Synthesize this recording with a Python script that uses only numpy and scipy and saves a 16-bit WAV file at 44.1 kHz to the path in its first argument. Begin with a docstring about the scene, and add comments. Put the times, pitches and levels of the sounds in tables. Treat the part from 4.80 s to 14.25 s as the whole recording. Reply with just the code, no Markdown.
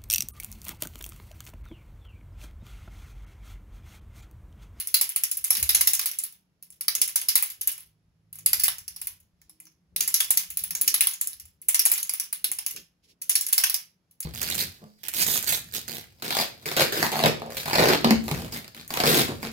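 """A bare room: a wand toy is shaken for a cat; its hard plastic parts clack, bounce and rattle as damped modes.
The walls answer with a short bright tail made of random echoes that die band by band.
Noise bands give room air, low rumble, wavering hums, rustle and scuffs; sines give a far motor and a faint tone.
Feathers puff as shaped hiss, and paws land as sagging low notes.
Two microphone ports hear it unlike in the middle band, and as one delayed signal in the treble."""
import sys
import numpy as np
from scipy import signal
from scipy.fft import rfft, irfft, next_fast_len
from scipy.io import wavfile
from scipy.ndimage import uniform_filter1d, minimum_filter1d

SR = 44100
rng = np.random.default_rng(int(sys.argv[2]) if len(sys.argv) > 2 else 0)


def elevation(decibels):
    """Turn decibel levels (scalar or array-like) into linear amplitude ratios."""
    levels = np.asarray(decibels, float)
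    return 10 ** (levels / 20)


def master_out(mix):
    """Clip the mix to full scale and print it as 16-bit PCM to the path in sys.argv[1]."""
    frames = np.transpose(np.atleast_2d(mix))
    ceiling = np.clip(frames, -1, 1)
    pcm = np.round(ceiling * 32767).astype(np.int16)
    wavfile.write(sys.argv[1], SR, pcm)


N = 416744
LEAD_SAMPLES = 2048  # room for shaking before the start

# Room air spectrum. Each row: frequency in Hz, relative density in dB.
AIR_SPECTRUM = [(15, -45), (40, -14), (170, -3), (242, -10), (560, -19), (1300, -23), (4600, -31),
                (8600, -35), (13000, -35), (16000, -46)]
AIR_DB = -74.5
# Noise bands of rumble, low hum, high hum, rustle. Each row: centre in Hz, width in Hz.
LOW_BANDS = [(70, 50), (107, 7.7), (170, 35), (340, 460)]
# Random drift of these four bands. Each value: rms drift in dB.
DRIFT_DB = [3.5, 1.2, 2.8, 0.81]
DRIFT_S = 0.03  # pace of the drift
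# Rumble under 95 Hz. Each row: time in seconds, level in dB before drift.
RUMBLE = [(0.0, -66), (0.5, -79.5), (0.55, -59.5), (0.73, -78.5), (0.84, -44), (1.42, -85), (3.45, -73),
          (3.79, -59), (5.0, -83.5), (5.16, -66.5), (5.53, -91), (5.69, -63.5), (6.42, -80), (6.55, -65),
          (7.37, -93), (7.68, -70), (8.29, -81), (9.45, -89)]
# Hum near 107 Hz. Each row: time in seconds, level in dB before drift.
LOW_HUM = [(0, -78.5), (.75, -77.5), (.89, -59), (1.35, -88.5), (2.501, -81.5), (3.6, -88.5), (4.4, -79.5),
           (5.0, -97.5), (5.18, -74), (6.2, -88.5), (9.45, -88.5)]
# Hum near 170 Hz. Each row: time in seconds, level in dB before drift.
HIGH_HUM = [(0, -77.5), (.34, -85.5), (.9, -64), (1.2, -80), (1.6, -75.5), (1.8, -72.5), (2.1, -74),
            (2.45, -86), (3.5, -79), (4.2, -73.5), (4.97, -76), (5.18, -62.5), (5.42, -76), (5.97, -62.5),
            (6.1, -79), (7.761, -74.5), (7.98, -68), (8.16, -79), (9.45, -79.5)]
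RUSTLE_DB, RUSTLE_S = -68, 0.12  # gain on the shaking, smoothing time
# Paws and fur on the floor. Each row: centre in seconds, half length in seconds, level in dB before drift.
SCUFFS = [(.8, .06, -65), (2.22, .05, -68.5), (3.78, .08, -67), (5.21, .05, -60), (6.05, .1, -62.5),
          (7.71, .04, -63.5), (7.98, .04, -57), (8.3, 0.057, -72.5)]
TONE_HZ = 316
# Brief faint hum. Each row: time in seconds, level in dB before drift.
TONE = [(4.62, -100), (4.72, -75), (4.95, -74), (5.02, -100)]
DRONE_HZ, DRONE_THIRD_DB, DRONE_WOBBLE = 53.4, -1, 0.01  # third re second harmonic, rms fraction of pitch
# Far motor. Each row: time in seconds, level of the second harmonic in dB.
DRONE = [(2.6, -102), (2.8, -79), (3.4, -71), (3.65, -58), (3.85, -66.5), (4.2, -75.5), (4.4, -97)]
# Feathers in the air. Each row: centre in seconds, half length in seconds, level in dB.
SWISHES = [(4.66, 0.08, -79), (4.82, 0.067, -81), (8.25, 0.016, -64), (8.305, 0.0266, -61),
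           (9.32, .03, -88)]
# Feather hiss spectrum. Each row: frequency in Hz, relative level in dB.
SWISH_SPECTRUM = [(1500, -20), (2300, -1), (5000, 0), (7000, -6), (12000, -8), (16000, -14)]
# Paws landing. Each row: start in seconds, nominal level in dB, start pitch in Hz, end pitch in Hz,
# 60 dB decay in seconds.
THUMPS = [(0.776, -48.5, 259.3, 69.4, .35), (5.15, -66, 112, 76, 0.13), (5.2, -49, 513, 253, 0.07),
          (5.69, -52, 88, 54, 0.15), (6.66, -54.5, 99.7, 54.6, 0.23), (7.972, -64, 487, 251, 0.065)]

# Clacks. Each row: start in seconds, nominal level of the bright band in dB, middle band and low band
# relative to it in dB (all before the band offsets), pitch that stands out in Hz.
CLACKS = [(-.008, -11.5, -20, -25.5, 4000), (0.0717, -18, -21.5, -32, 5660),
          (0.1421, -3.5, -12, -35.5, 4000), (0.2114, -8.5, -17, -24, 4900), (0.2912, -18, -29.5, -45, 6290),
          (0.3611, -11.5, -21, -26, 6000), (0.4354, -12, -16.5, -26.5, 5900),
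          (0.5132, -15, -16.5, -33.5, 6900), (0.5701, -20, -23.5, -32.5, 6140),
          (0.6414, -13, -21.5, -29.5, 7200), (0.7038, -6, -16.5, -22.5, 5940),
          (0.7512, -18.5, -4.5, -20.5, 4300), (0.7687, -14, -18, -23, 5000), (0.7981, -23, -22, -23, 4910),
          (0.827, -12, -14.5, -23, 7440), (0.8914, -6.5, -14, -23, 4740),
          (0.9467, -4.5, -10.5, -21.5, 5970), (1.0086, -7, -12, -19, 7000), (1.072, -3.5, -16.5, -30, 4900),
          (1.1333, -6.5, -14.5, -26.5, 6860), (1.1932, -14, -10.5, -14.5, 6600),
          (1.258, -9.5, -22, -26, 4590), (1.3134, -20, -16.5, -41, 7200), (1.3862, -17.5, -19, -38, 7450),
          (1.4361, -19, -24.5, -28, 4680), (1.5234, -40, -26, -28, 5240), (1.8248, -36, -17.5, -39, 5530),
          (1.9026, -37, -34, -29, 7280), (2.0088, -22, -18.5, -23.5, 5130),
          (2.0812, -10.5, -10.5, -16.5, 4640), (2.151, -12, -17, -27, 6200), (2.2154, -7, -12, -44.5, 6100),
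          (2.2767, -18.5, -20.5, -35, 6050), (2.3575, -7.5, -18, -26.5, 5400),
          (2.4134, -20, -15.5, -25, 6300), (2.4848, -7.5, -14.5, -31.5, 4820),
          (2.5546, -2.5, -20, -25.5, 4400), (2.6244, -10.5, -25.5, -23.5, 2640),
          (2.7003, -26, -22, -35.5, 5050), (2.811, -18, -14, -34, 6500), (2.8734, -10.5, -32.5, -37, 7800),
          (2.9158, -25.5, -25, -42, 5270), (2.9786, -31, -23.5, -20.5, 5990), (3.0051, -37, -25, -37, 5220),
          (3.5279, -30, -29.5, -36, 4810), (3.5862, -33, -18, -18.5, 6800),
          (3.6606, -6.5, -22, -33.5, 4200), (3.7314, -6.5, -16.5, -20, 4550), (3.7958, -15, -15, -27, 5000),
          (3.8182, -27.5, -15.5, -28, 5160), (3.8357, -6, -19.5, -33.5, 5270),
          (3.8806, -13, -11.5, -10.5, 3260), (3.9833, -28.5, -16, -20, 6700),
          (4.0791, -22, -14.5, -26.5, 5700), (4.1619, -29, -12.5, -22, 5460),
          (4.2148, -21.5, -21, -25.5, 5520), (4.2702, -22, -20.5, -18.5, 5710),
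          (4.4014, -48.5, -18, -36, 6150), (4.6154, -51.5, -7.5, -9, 7220), (4.6947, -40.5, -17, -22, 6000),
          (4.8005, -37, -22, -19, 7070), (4.8524, -47.5, -12.5, -20, 6470),
          (5.1617, -14.5, -14.5, -30, 3820), (5.2056, -13.5, -6.5, -36, 6400),
          (5.2764, -13, -15, -23, 6750), (5.3408, -6.5, -12.5, -32, 5440), (5.4036, -8.5, -12, -22.5, 3400),
          (5.5049, -7, -19.5, -26.5, 7960), (5.5722, -7.5, -14, -30, 6660), (5.7024, -22, -33, -31, 6400),
          (5.7708, -17.5, -16.5, -26, 6050), (5.8361, -18, -28.5, -30, 4950),
          (5.9065, -21, -16.5, -19, 6000), (5.9309, -38, -10.5, -15, 7170), (5.9504, -17, -13, -20, 6900),
          (6.0122, -9.5, -31.5, -57, 7100), (6.0766, -8, -11, -41, 6170), (6.1414, -6, -16.5, -21.5, 4080),
          (6.2073, -5, -12, -29.5, 2940), (6.2701, -8, -17.5, -26.5, 3300), (6.335, -28, -12.5, -27, 7500),
          (6.4118, -13, -29, -30, 6900), (6.4717, -17.5, -22, -38, 7500), (6.5306, -31.5, -16.5, -25, 4930),
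          (6.5979, -32, -15, -34, 5700), (6.6538, -39, -25, -26, 5500), (6.8159, -33.5, -37, -47, 5850),
          (6.8848, -8, -31, -27.5, 7900), (6.9441, -8, -10, -20, 7400), (6.993, -7.5, -15.5, -36, 5500),
          (7.0529, -3.5, -17.5, -22.5, 7600), (7.1147, -6.5, -23.5, -21.5, 4500),
          (7.1781, -15.5, -13.5, -24, 4740), (7.228, -18, -19, -40.5, 6700),
          (7.2933, -15, -16, -24.5, 5140), (7.3362, -15, -25.5, -26.5, 4600),
          (7.3976, -16, -16.5, -22, 5800), (7.5268, -16, -25.5, -22.5, 4500),
          (7.6425, -10.5, -15.5, -29.5, 3920), (7.7154, -15.5, -38, -26, 7200),
          (7.7857, -19.5, -18, -22, 5640), (7.863, -16.5, -18, -28, 6760), (7.9084, -23, -41, -31, 6150),
          (7.9613, -30.5, -3.5, -18, 7230), (8.4168, -24, -16, -27.5, 6060), (8.4941, -7, -19, -31, 6800),
          (8.553, -7, -11, -38, 5400), (8.6098, -16.5, -14.5, -26.5, 7100), (8.6328, -38, -9.5, -39, 6170),
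          (8.6652, -17, -15, -31, 6700), (8.6852, -22, -16.5, -29, 7000), (8.7261, -7.5, -17, -31, 5800),
          (8.7789, -7, -11.5, -18, 4600), (8.8368, -5, -9.5, -20.5, 3130),
          (8.8967, -15.5, -13.5, -25, 4700), (8.9426, -11, -15, -23.5, 5170),
          (9.3102, -46.5, -19, -41, 5930), (9.4025, -21, -27, -30, 6800), (1.2124, -22, -7, -22, 4790),
          (1.9225, -44.5, -14, -38, 7360), (3.5544, -35, -21, -18, 6280), (4.8678, -52.5, 1, -4, 6860),
          (5.225, -20, -12, -21.5, 4890), (5.3614, -28, -8, -35, 5030), (5.447, -27, -13, -29, 5160),
          (5.6231, -32, -14.5, -32, 6260), (5.7912, -22.5, -17, -35, 5770),
          (6.2254, -21.5, -13.5, -18, 2510), (7.1364, -17.5, -16, -18.5, 7230),
          (7.4374, -30, -13, -28, 5460), (7.9698, -38, 3, -19.5, 2590), (8.5144, -24.5, -2, -29, 7290),
          (9.4274, -29, -12.5, -29, 5440)]
# Modes of the plastic parts, one list a band: bright, low, middle, top, upper middle.
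# Each row: frequency in Hz, relative level within the band in dB.
PARTS = [
    [(10000, -2.5), (10700, -5.5), (11400, -3), (12100, -11.5), (12700, -1)],
    [(700, -14), (950, 14.5), (1200, 1), (1550, -15.5), (1900, -14.5), (2300, 20)],
    [(2800, -0.5), (3400, -2.5), (4100, 0.5), (4800, -1), (5500, -1), (6300, -0.5)],
    [(13500, -22.5), (14200, -7), (14900, -5), (15500, 7)],
    [(7200, -3), (7900, -10.5), (8600, 6), (9300, -9)],
]
# Radiation of the five bands. Each value: offset in dB.
BAND_DB = [1.2, 1.7, 1.68, 4.8, 11.93]
# Damping of the five bands. Each value: 60 dB decay in seconds.
RING_T60_S = [0.0029, 0.0041, 0.0033, .003, 0.0025]
# Top and upper middle band. Each value: mean level relative to the bright band in dB, before the offsets.
USUAL_DB = [-11.5, -18]
# The same two bands. Each value: random spread from clack to clack in dB.
SCATTER_DB = [2.5, 2.5]
# Contacts after the first. 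Each row: median delay in seconds, level relative to the clack in dB before scatter.
BOUNCES = [(.0016, 1.5), (.0035, -3.5), (.007, -10.5), (.012, -16), (.021, -14)]
BOUNCE_SCATTER = 0.4  # spread of the log of each delay
FAVOUR_DB, FAVOUR_OCTAVES = 8.5, 0.3  # boost of modes near the struck part's pitch
TOUCH_S = 0.0004  # rise of a contact
RATTLE_PER_S, RATTLE_DB = 400, -19.5
RATTLE_MIDDLE_DB, RATTLE_LOW_DB = -10, -20  # re the bright band, before the offsets
THIN_HZ = 620  # small parts radiate little below this

# Tail decay. Each row: frequency in Hz, 60 dB decay in seconds.
ROOM_T60 = [(300, .28), (800, .26), (2000, .28), (5500, .25), (10000, .2), (15000, .16)]
# Tail colour. Each row: frequency in Hz, relative level in dB.
TAIL_COLOUR = [(500, 0), (3000, 1.5), (6000, 4), (10000, 0.6), (16000, 0.5)]
TAIL_DB, EARLY_DB, EARLY_T60_S = -4, -10, 0.022  # levels re the direct path

# Likeness of the two ports. 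Each row: frequency in Hz, share of the left signal in the right, 0 to 1.
LIKENESS = [(60, .94), (150, .92), (300, .78), (600, .7), (1200, .15), (6000, .1), (7000, .7), (8300, .99),
            (16000, .98)]
# Colour of the right port. Each row: frequency in Hz, gain in dB.
RIGHT_COLOUR = [(300, 0), (1000, -1.5), (2200, 0), (4000, 1.5), (5400, 6.5), (6700, .3), (16000, 0)]
LAG_S, IN_STEP_HZ = 2.06e-4, 10950  # left lags in the treble; shared part is in step at this pitch
# Upper band edge. Each row: frequency in Hz, gain in dB.
EDGE = [(15700, 0), (15950, -17), (16500, -22), (16900, -45), (17300, -90)]
CEILING, LIMIT_S = 0.93, 0.002  # limiter peak, hold and smoothing time


def evened(x):
    """Scales to rms 1."""
    return x / np.sqrt(np.mean(x ** 2) + 1e-20)


def read(points, hz):
    """Reads a table along log frequency."""
    f, value = np.transpose(points)
    return np.interp(np.log(hz + 1), np.log(f + 1), value)


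def filtered(x, gain):
    """Applies a gain given as a function of frequency."""
    size = next_fast_len(N + 4096)
    return irfft(rfft(x, size) * gain(np.fft.rfftfreq(size, 1 / SR)), size)[..., :N]


def curve(rows):
    """Level curve, straight in dB between rows of time and level."""
    return elevation(np.interp(np.arange(N) / SR, *np.transpose(rows)))


def swells(rows):
    """Bell-shaped swells of level."""
    t = np.arange(N) / SR
    return sum(elevation(db) * np.exp(-((t - s) / half_s) ** 2) for s, half_s, db in rows)


def drift():
    """Slow random wander of rms 1: low-passed noise."""
    return evened(filtered(rng.standard_normal(N), lambda hz: np.exp(-(hz * DRIFT_S) ** 2)))


def room_air():
    """Steady noise, independent at each port, shaped by a spectrum."""
    noise = rng.standard_normal((2, N))
    return elevation(AIR_DB) * evened(filtered(noise, lambda hz: elevation(read(AIR_SPECTRUM, hz))))


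def rustle_level(shake):
    """Low rustle of feathers and sleeve follows the smoothed shaking; scuffs are added as swells."""
    span = round(RUSTLE_S * SR)
    smooth = uniform_filter1d(uniform_filter1d(shake[LEAD_SAMPLES:], span), span)
    return elevation(RUSTLE_DB) * smooth * span + swells(SCUFFS)


def low_noises(shake):
    """Rumble, two fuzzy hums and rustle: narrow noise bands, each drifting in level."""
    out = np.zeros((2, N))
    levels = [curve(RUMBLE), curve(LOW_HUM), curve(HIGH_HUM), rustle_level(shake)]
    for (mid_hz, width_hz), level, drift_db in zip(LOW_BANDS, levels, DRIFT_DB):
        noise = rng.standard_normal((2, N))
        band = filtered(noise, lambda hz: 1 / (1 + (2 * (hz - mid_hz) / width_hz) ** 4))
        out += evened(band) * level * elevation(drift_db * drift())
    return out


def faint_tone():
    """One sine that swells briefly, its level wavering."""
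    t = np.arange(N) / SR
    return curve(TONE) * np.sin(2 * np.pi * TONE_HZ * t) * elevation(3.7 * drift())


def drone():
    """A far motor: second and third harmonic swell and fade, the pitch wandering a little."""
    t = np.arange(N) / SR
    wander = evened(filtered(rng.standard_normal(N), lambda hz: np.exp(-(hz / 2.0) ** 2)))
    turn = 2 * np.pi * np.cumsum(DRONE_HZ * (1 + DRONE_WOBBLE * wander)) / SR
    level = elevation(np.interp(t, *np.transpose(DRONE), -140, -140))
    return level * (np.sin(2 * turn) + elevation(DRONE_THIRD_DB) * np.sin(3 * turn))


def swishes():
    """Soft puffs of hiss as the feathers sweep the air."""
    noise = rng.standard_normal((2, N))
    return swells(SWISHES) * evened(filtered(noise, lambda hz: elevation(read(SWISH_SPECTRUM, hz))))


def thumps():
    """Each soft landing pushes the floor, whose note sags as the paw settles."""
    out, t = np.zeros(N + SR), np.arange(SR // 2) / SR
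    for s, db, from_hz, to_hz, t60_s in THUMPS:
        hz = to_hz + (from_hz - to_hz) * np.exp(-t / 0.035)
        push = elevation(db - 60 * t / t60_s) * (1 - np.exp(-t / 0.0032))
        out[round(s * SR):][:len(t)] += push * np.sin(2 * np.pi * np.cumsum(hz) / SR)
    return out[:N]


def band_levels(middle_db, low_db, chance):
    """Band levels of a contact relative to its nominal level, in the order of PARTS."""
    top_db, upper_db = np.add(USUAL_DB, np.multiply(SCATTER_DB, chance))
    return np.add([0, low_db, middle_db, top_db, upper_db], BAND_DB)


def contact(levels_db, pitch_hz, chance):
    """One contact rings every mode, each a little off pitch and with its own share of the band."""
    t = np.arange(500) / SR
    hz, mode_db = np.concatenate(PARTS).T[:, :, None]
    band = np.repeat(np.arange(len(PARTS)), list(map(len, PARTS)))
    detune, spread = chance[:len(band)].T[:, :, None]
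    share = elevation(mode_db + 3 * spread)
    share = share / np.sqrt(np.bincount(band, share[:, 0] ** 2))[band, None]
    favour_db = FAVOUR_DB * np.exp(-(np.log2(hz / pitch_hz) / FAVOUR_OCTAVES) ** 2)
    fade = elevation(levels_db[:, None] - 60 * t / np.array(RING_T60_S)[:, None])[band]
    rings = share * elevation(favour_db) * fade * np.sin(2 * np.pi * hz * (1 + 0.044 * detune) * t)
    # 4 makes up for about what the slow rise costs the peak
    return 4 * rings.sum(0) * (1 - np.exp(-(t / TOUCH_S) ** 2))


def rattle(shake, count=12):
    """Loose bits tick on at random, their size following the dying motion after each clack."""
    n = len(shake)
    motion = signal.lfilter([1], [1, -elevation(-60 / (0.22 * SR))], shake)  # 60 dB in 0.22 s
    scatter = elevation(3.91 * np.minimum(rng.exponential(1, n), 2))
    size = motion * scatter * (rng.random(n) < RATTLE_PER_S / SR)
    kind = rng.integers(0, count, n)
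    levels_db = band_levels(RATTLE_MIDDLE_DB, RATTLE_LOW_DB, 0)
    out = np.zeros(n)
    for k, chance in enumerate(rng.standard_normal((count, sum(map(len, PARTS)), 2))):
        tick = contact(levels_db, 3500 * 2 ** (chance[0, 0] / 2), chance)
        out += signal.oaconvolve(size * (kind == k), tick)[:n]
    return elevation(RATTLE_DB) * out


def clacks(count=8):
    """Each clack is a first contact and a few bounces; the toy moves, so clacks come from several spots."""
    out, shake = np.zeros((count, N + SR)), np.zeros(N + LEAD_SAMPLES)
    after_s, bounce_db = np.transpose([(0.00047, 0.013)] + BOUNCES)  # first contact leads
    chance = rng.standard_normal((len(CLACKS), len(after_s) + 1, sum(map(len, PARTS)) + 1, 2))
    for k, (s, db, middle_db, low_db, pitch_hz) in enumerate(CLACKS):
        shake[LEAD_SAMPLES + round(s * SR)] = elevation(db)
        bands_db = band_levels(middle_db, low_db, chance[k, -1, 0])
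        for j, c in enumerate(chance[k, :-1]):
            delay_s = after_s[j] * np.exp(BOUNCE_SCATTER * c[-1, 0])
            at = LEAD_SAMPLES + round((s + delay_s) * SR)
            size_db = db + bounce_db[j] + 3 * np.clip(c[-1, 1], -2, 0.6) * (j > 0)
            out[k % count, at:at + 500] += contact(size_db + bands_db, pitch_hz, c)
    return out[:, :N + LEAD_SAMPLES], shake


def room(spots):
    """For each spot and port: the direct path, dense near echoes, then a tail that dies by band."""
    shape = (len(spots), 2, SR // 2)
    taps = rng.choice([-1., 1.], shape) * (rng.random(shape) < 3000 / SR)  # 3000 echoes a second
    taps[..., :90] = 0
    early = taps * elevation(-60 * np.arange(shape[2]) / SR / EARLY_T60_S)
    hz, frame_s, z = signal.stft(taps, SR, nperseg=128)
    decay = elevation(read(TAIL_COLOUR, hz)[:, None] - 60 * frame_s / read(ROOM_T60, hz)[:, None])
    tail = signal.istft(z * decay, SR, nperseg=128)[1][..., :shape[2]]
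    paths = elevation(TAIL_DB) * tail / np.linalg.norm(tail, axis=2, keepdims=True)
    paths = paths + elevation(EARLY_DB) * early / np.linalg.norm(early, axis=2, keepdims=True)
    paths[:, 0, 0] += 1
    # a part's two faces push in opposite sense
    sense = (-1) ** np.arange(len(spots))
    paths[np.arange(len(spots)), 1, rng.integers(0, 30, len(spots))] += sense
    heard = slice(LEAD_SAMPLES, LEAD_SAMPLES + N)
    return sum(signal.oaconvolve(x[None], p, axes=1)[:, heard] for x, p in zip(spots, paths))


def scene():
    """The toy in the room over the background."""
    spots, shake = clacks()
    spots[0] += rattle(shake)
    toy = filtered(room(spots), lambda hz: 1 / np.sqrt(1 + (THIN_HZ / (hz + 1)) ** 8))
    background = room_air() + low_noises(shake) + faint_tone() + drone()
    return background + swishes() + thumps() + toy


def roll_off(x):
    """The treble ends steeply here."""
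    return signal.sosfilt(signal.butter(12, 16980, fs=SR, output="sos"), x)


def record(dry):
    """The right port shares part of the left, ahead in the treble; then its colour, a limiter, the band edge."""
    same = lambda hz: np.clip(read(LIKENESS, hz), 0, 1)
    ahead = lambda hz: np.exp(2j * np.pi * LAG_S * (hz - IN_STEP_HZ) * (hz > 6000))
    shared = filtered(dry[0], lambda hz: same(hz) * ahead(hz))
    own = filtered(dry[1], lambda hz: np.sqrt(1 - same(hz) ** 2))
    right = filtered(shared + own, lambda hz: elevation(read(RIGHT_COLOUR, hz)))
    both = np.array([dry[0], right])
    span = round(LIMIT_S * SR)
    limit = np.minimum(1, CEILING / (abs(both).max(0) + 1e-9))
    both = both * uniform_filter1d(minimum_filter1d(limit, 2 * span + 1), span)
    mix = filtered(both, lambda hz: elevation(read(EDGE, hz)))
    return roll_off(mix)


dry = scene()
out = record(dry)
master_out(out)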